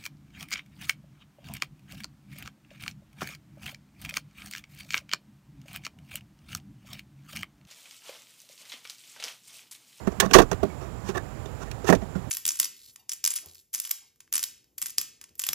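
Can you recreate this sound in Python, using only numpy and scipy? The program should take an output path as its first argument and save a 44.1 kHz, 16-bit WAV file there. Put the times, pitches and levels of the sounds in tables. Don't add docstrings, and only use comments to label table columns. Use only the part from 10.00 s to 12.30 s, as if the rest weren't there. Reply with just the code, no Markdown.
import sys
import numpy as np
from scipy import signal
from scipy.io import wavfile
from scipy.ndimage import uniform_filter1d

SR = 44100
rng = np.random.default_rng(int(sys.argv[2]) if len(sys.argv) > 2 else 0)


def put_to_file(sound):
    columns = np.atleast_2d(sound).T
    safe = np.clip(columns, -1, 1)
    whole_steps = np.round(safe * 32767)
    wavfile.write(sys.argv[1], SR, whole_steps.astype(np.int16))


def to_linear_factor(level_db):
    exponent = np.asarray(level_db, float) / 20
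    return 10 ** exponent


N = 101429

# frequency in Hz, level in dB per Hz.
FLOOR_SPECTRUM = [(18, -32), (30, 5), (130, 1), (182, -10), (263, -10), (874, -15.5), (3780, -37.5),
                  (7080, -38.5), (15500, -46)]
# start in seconds, slip
# length in seconds, then panel, rib and crack levels in dB.
SNAPS = [(.069, 0.02, -19.5, -25.5, -41.5), (.1186, 0.013, -33, -45, -46), (.1995, 0.016, -30, -30, -10),
         (.215, 0.056, -19, -23.5, -34), (.309, 0.015, -54, -31, -31.5), (.3325, 0.046, -18, -16.5, -8),
         (.349, 0.023, 0, -6, -23), (.3825, 0.029, -1.5, -6.5, -14.5), (.416, 0.02, -19, -23, -27.5),
         (.5135, 0.014, -25, -22.5, -26.5), (.529, 0.0096, -26.5, -56, -32.5), (.629, 0.012, -24, -29, -41),
         (.653, 0.0039, -55, -60, -60), (.805, 0.087, -33, -40, -50), (1.084, 0.036, -27.5, -34, -34),
         (1.4546, 0.023, -32, -43.5, -44.5), (1.7125, 0.011, -35, -42, -33.5),
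         (1.842, 0.028, -30.5, -35, -42), (1.888, 0.0055, -11.5, -19.5, -48),
         (1.897, 0.02, -9.5, -17, -22.5), (1.9255, 0.022, -12, -19.5, -28.5), (1.949, 0.013, -32, -45, -30),
         (2.016, 0.017, -28, -40.5, -51), (2.151, 0.028, -24.5, -37, -51)]
# start in seconds, length in seconds,
# then panel, rib and crack levels in dB.
CREAKS = [(.24, 0.028, -26, -29.5, -35.5), (.285, 0.047, -24.5, -36, -41), (.69, 0.041, -68, -70, -63),
          (1.04, 0.061, -43, -39.5, -40), (1.14, 0.026, -26.5, -29, -38), (1.163, 0.022, -28, -28, -33.5),
          (1.595, 0.049, -35.5, -37, -42.5), (1.65, 0.04, -34.5, -46, -52), (.64, 0.049, -44, -60, -64),
          (1.858, 0.041, -24, -24, -26), (1.955, 0.02, -32, -55, -58), (.59, 0.018, -58, -64, -62)]
# frequency in Hz, level in dB, 60 dB decay time in seconds.
PANEL_MODES = [(250, -9, 0.029), (305, -19, 0.039), (370, 2.5, 0.046), (421, -2, 0.057),
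               (480, -10.5, 0.019), (550, -14, 0.037), (656, -9.5, 0.042), (670, -12, 0.043),
               (780, -17, 0.014)]
RIB_MODES = [(978, -20, 0.048), (1160, 14.5, 0.013), (1325, 12, 0.013), (1570, -8, 0.033),
             (1800, 1.5, 0.022), (1970, -28, 0.0068), (2600, -6, 0.019)]
TAB_MODES = [(2920, 9.5, 0.001), (3300, -28, 0.0007), (4314, -10, 0.0045), (5450, -7, 0.0035),
             (6090, 3, 0.0024), (7230, -3.5, 0.00095), (8650, -10, 0.0004), (11150, -9.5, 0.00061),
             (13200, -13, 0.00047)]
# start in seconds, pitch in Hz, level in dB, length in cycles.
PINGS = [(0.0716, 400, -18.5, 3.4), (.2005, 1750, -19, 24), (.222, 1090, -24, 16), (0.233, 494, -20, 5.9),
         (0.312, 2650, -20.5, 4.2), (0.336, 1732, -12, 8.9), (.343, 1193, -4.5, 11), (.6295, 420, -14, 6),
         (.63, 647, -16.5, 6.9), (.7, 2340, -45, 44), (1.0883, 393.5, -23, 6.1), (1.149, 1820, -31, 32),
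         (1.149, 1167, -33, 42), (1.163, 382, -25, 6.1), (1.171, 715, -29, 14), (1.175, 1800, -24.5, 22),
         (1.455, 3710, -44.5, 46), (1.715, 2600, -42, 22), (1.841, 427, -27.5, 5), (1.87, 1800, -29, 40),
         (1.9255, 1800, -15, 7.2), (1.925, 445, -5.5, 2.2), (0.382, 800, -12, 1.3), (0.514, 577, -20, 4.1),
         (0.516, 188, -21, 3.5), (0.633, 200, -20, 3.6), (2.152, 1490, -35.5, 9.4), (0.541, 99, -21, 1.54),
         (.652, 324, -21, 1.9), (.632, 1184, -25, 13)]
# start in seconds, pitch in Hz, level in dB.
BUMPS = [(.072, 207, -14.5), (.345, 31, -21), (.23, 188, -21), (.266, 175, -24), (1.089, 188, -27),
         (.356, 190, -11), (.361, 367, -3.5), (.316, 290, -25), (.397, 364, -3), (.4, 191, -16),
         (.425, 277, -18.5), (2.27, 225, -33), (.68, 187, -31), (1.896, 185, -11), (1.93, 205, -17),
         (2.025, 200, -25), (2.153, 148, -21.5), (2.18, 185, -27.5)]
# start in seconds, pitch in Hz,
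# level in dB, length in cycles.
MORE_PINGS = [(0.2015, 396, -21, 5.7), (.202, 930, -22, 8.5), (0.245, 1160, -29, 11), (.259, 1194, -30, 13),
              (.278, 1150, -38, 8.8), (.258, 190, -19.5, 3), (.312, 1500, -26, 8), (.338, 2470, -13, 24),
              (.349, 1170, -9, 12.4), (.351, 475, 1.5, 2.5), (.358, 762, -11, 9), (0.368, 1117, -11, 5.5),
              (.367, 400, -9, 4), (.353, 385, -4, 6), (.384, 440, -1, 3.5), (.401, 410, -9, 3.5),
              (.343, 2000, -12, 14), (.435, 110, -22, 2), (.387, 1044, -13.5, 10), (.391, 738, -9, 7.9),
              (.399, 708, -13, 6.5), (.404, 1344, -19.5, 7.1), (0.416, 443, -14.5, 6.6),
              (0.421, 1170, -31, 11), (.432, 1340, -28, 6.3), (.517, 700, -24, 7.9), (.527, 485, -21.5, 4.7),
              (0.53, 1170, -33, 7.5), (0.53, 2010, -39, 11), (.536, 330, -28, 2.8), (.645, 650, -27.5, 7.5),
              (0.663, 203, -26, 2.4), (1.882, 2650, -28, 14), (1.903, 320, -13, 3), (1.95, 110, -24, 2),
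              (1.04, 200, -31, 4), (1.145, 105, -28, 3), (.175, 200, -31, 5), (1.88, 430, -26, 4.6),
              (1.892, 1050, -15, 4.2), (1.893, 1940, -17, 9.1), (1.899, 340.6, -7, 4.9),
              (1.9251, 980, -13, 4.2), (1.931, 668, -13, 7), (1.938, 457, -15, 6.6), (1.955, 280, -20.5, 3.8),
              (1.7145, 2680, -40, 16), (1.165, 1200, -34, 20), (2.165, 327, -31.5, 3.1),
              (2.159, 190, -29, 3.8)]
# start in seconds, pitch in Hz, level in dB, length in cycles.
EDGE_KNOCKS = [
    (.362, 560, -9, 6),
    (.393, 560, -9, 6),
    (1.889, 420, -13, 3),
    (1.912, 600, -20, 6),
    (1.928, 2000, -22, 14),
    (.631, 290, -20, 3),
    (.221, 900, -26, 10),
    (1.96, 75, -24, 2),
    (.31, 210, -27, 4),
]

FLOOR_DB, SWELL_DB, FLICKER_DB, MIC_LOW_HZ = -32, 1, 1.5, 49.5
WHIRR_HZ, WHIRR_WIDTH_HZ, WHIRR_DB = 7180, 390, -58
SNAP_RISE, CREAK_RISE, FALL = 0.13, 0.8, 2.25
SLIPS_PER_S, SLIP_SCATTER_DB = 16000, 1.6
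MODE_SCATTER_DB, DETUNE = 3, 0.013
PANEL_LAG_S, RIB_LAG_S, PANEL_LOW_HZ = 0.001975, 0.001013, 153
BUMP_CYCLES = 3.04
SAG = 0.033
CABIN_T60_S, CABIN_DB, CABIN_HZ = 0.089, -20.5, 3240
CEILING, TOP_HZ = .995, 16000


def level(x, db):
    return x * to_linear_factor(db) / np.sqrt(np.mean(x ** 2) + 1e-18)


def band(x, hz, width_hz):
    return signal.lfilter(*signal.iirpeak(min(hz, .45 * SR), hz / width_hz, fs=SR), x)


def walk(rate):
    hold = int(SR / rate)
    steps = np.repeat(rng.standard_normal(N // hold + 1), hold)
    return 0.47 * uniform_filter1d(uniform_filter1d(steps, hold), hold)[:N]


def noise_band(hz, width_hz):
    return band(band(rng.standard_normal(N), hz, width_hz), hz, width_hz)


def floor():
    bed, swell = 0, walk(1.78)
    table_hz, table_db = np.transpose(FLOOR_SPECTRUM)
    for hz in 30 * 2 ** np.arange(0, 9.2, 1 / 3):
        db = np.interp(np.log(hz), np.log(table_hz), table_db)
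        db = db + SWELL_DB * swell + FLICKER_DB * walk(12.05)
        bed = bed + to_linear_factor(db) * noise_band(hz, hz / 3.26)
    whirr = noise_band(WHIRR_HZ, WHIRR_WIDTH_HZ) * to_linear_factor(1.5 * walk(40))
    return level(bed, FLOOR_DB) + level(whirr, WHIRR_DB)


def add(out, t, x):
    i = int(t * SR)
    out[i:i + len(x)] += x[:max(len(out) - i, 0)]


def ring(modes, chance):
    t = np.arange(4096) / SR
    out = np.zeros(len(t))
    for (hz, db, t60), louder, sharper in zip(modes, chance[0], chance[1]):
        decay = np.exp(-np.log(1000) * t / t60)
        tone = np.sin(2 * np.pi * hz * (1 + DETUNE * sharper) * t)
        out += to_linear_factor(db + MODE_SCATTER_DB * louder) * decay * tone
    return out


def releases(rows, rise):
    out, t = np.zeros(N), np.arange(8192) / SR
    parts = (PANEL_MODES, RIB_MODES, TAB_MODES)
    lags = (PANEL_LAG_S, RIB_LAG_S, 0)
    for start, length, *part_db in rows:
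        when, side, size = rng.random((3, len(t)))
        chance = np.clip(rng.standard_normal((3, 2, 9)), -2, 2)
        x = t / length
        fade = np.clip((x - rise) / (1 - rise), 0, 30) ** 1.4
        shape = np.clip(x / rise, 0, 1) * np.exp(-fade * FALL)
        strength = to_linear_factor(-SLIP_SCATTER_DB * np.log(size + 0.00033))
        slips = (when < SLIPS_PER_S / SR) * np.sign(side - .5) * strength * shape
        for modes, db, lag, c in zip(parts, part_db, lags, chance):
            y = signal.fftconvolve(slips, ring(modes, c))
            loudest = np.sqrt(uniform_filter1d(y ** 2, 256).max())
            add(out, start + lag, y * to_linear_factor(db) / loudest)
    return out


def pings():
    out, t = np.zeros(N), np.arange(8192) / SR
    bumps = [tuple(row) + (BUMP_CYCLES,) for row in BUMPS]
    for start, hz, db, cycles in PINGS + bumps + MORE_PINGS + EDGE_KNOCKS:
        x = t * hz / cycles
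        waver = 0.18 * np.cumsum(rng.standard_normal(len(t))) * np.sqrt(hz / cycles / SR)
        turns = hz * t * (1 - SAG * np.minimum(x, 1)) + waver
        add(out, start, to_linear_factor(db) * 10 * x * np.exp(-3 * x) * np.sin(2 * np.pi * turns))
    return out


def cabin(x):
    t = np.arange(8192) / SR
    tail = signal.lfilter(*signal.butter(1, CABIN_HZ, fs=SR), rng.standard_normal(len(t)))
    tail *= np.exp(-np.log(1000) * t / CABIN_T60_S)
    tail *= np.clip(t / 0.0095, 0, 1)
    return x + to_linear_factor(CABIN_DB) * signal.fftconvolve(x, tail / np.sqrt(np.sum(tail ** 2)))[:N]


def high_pass(x, order, hz):
    return signal.sosfilt(signal.butter(order, hz, "high", fs=SR, output="sos"), x)


def scene():
    back = high_pass(floor(), 6, MIC_LOW_HZ)
    trim = releases(SNAPS, SNAP_RISE) + releases(CREAKS, CREAK_RISE)
    trim = high_pass(trim, 2, PANEL_LOW_HZ) + pings()
    return np.array([np.zeros(N), cabin(trim) + back])


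def top_cut(x):
    return signal.sosfilt(signal.butter(12, 16080, fs=SR, output="sos"), x)


def record(dry):
    clipped = np.clip(dry, -CEILING, CEILING)
    mix = signal.sosfilt(signal.ellip(8, .2, 70, TOP_HZ, fs=SR, output="sos"), clipped)
    return top_cut(mix)


dry = scene()
out = record(dry)
put_to_file(out)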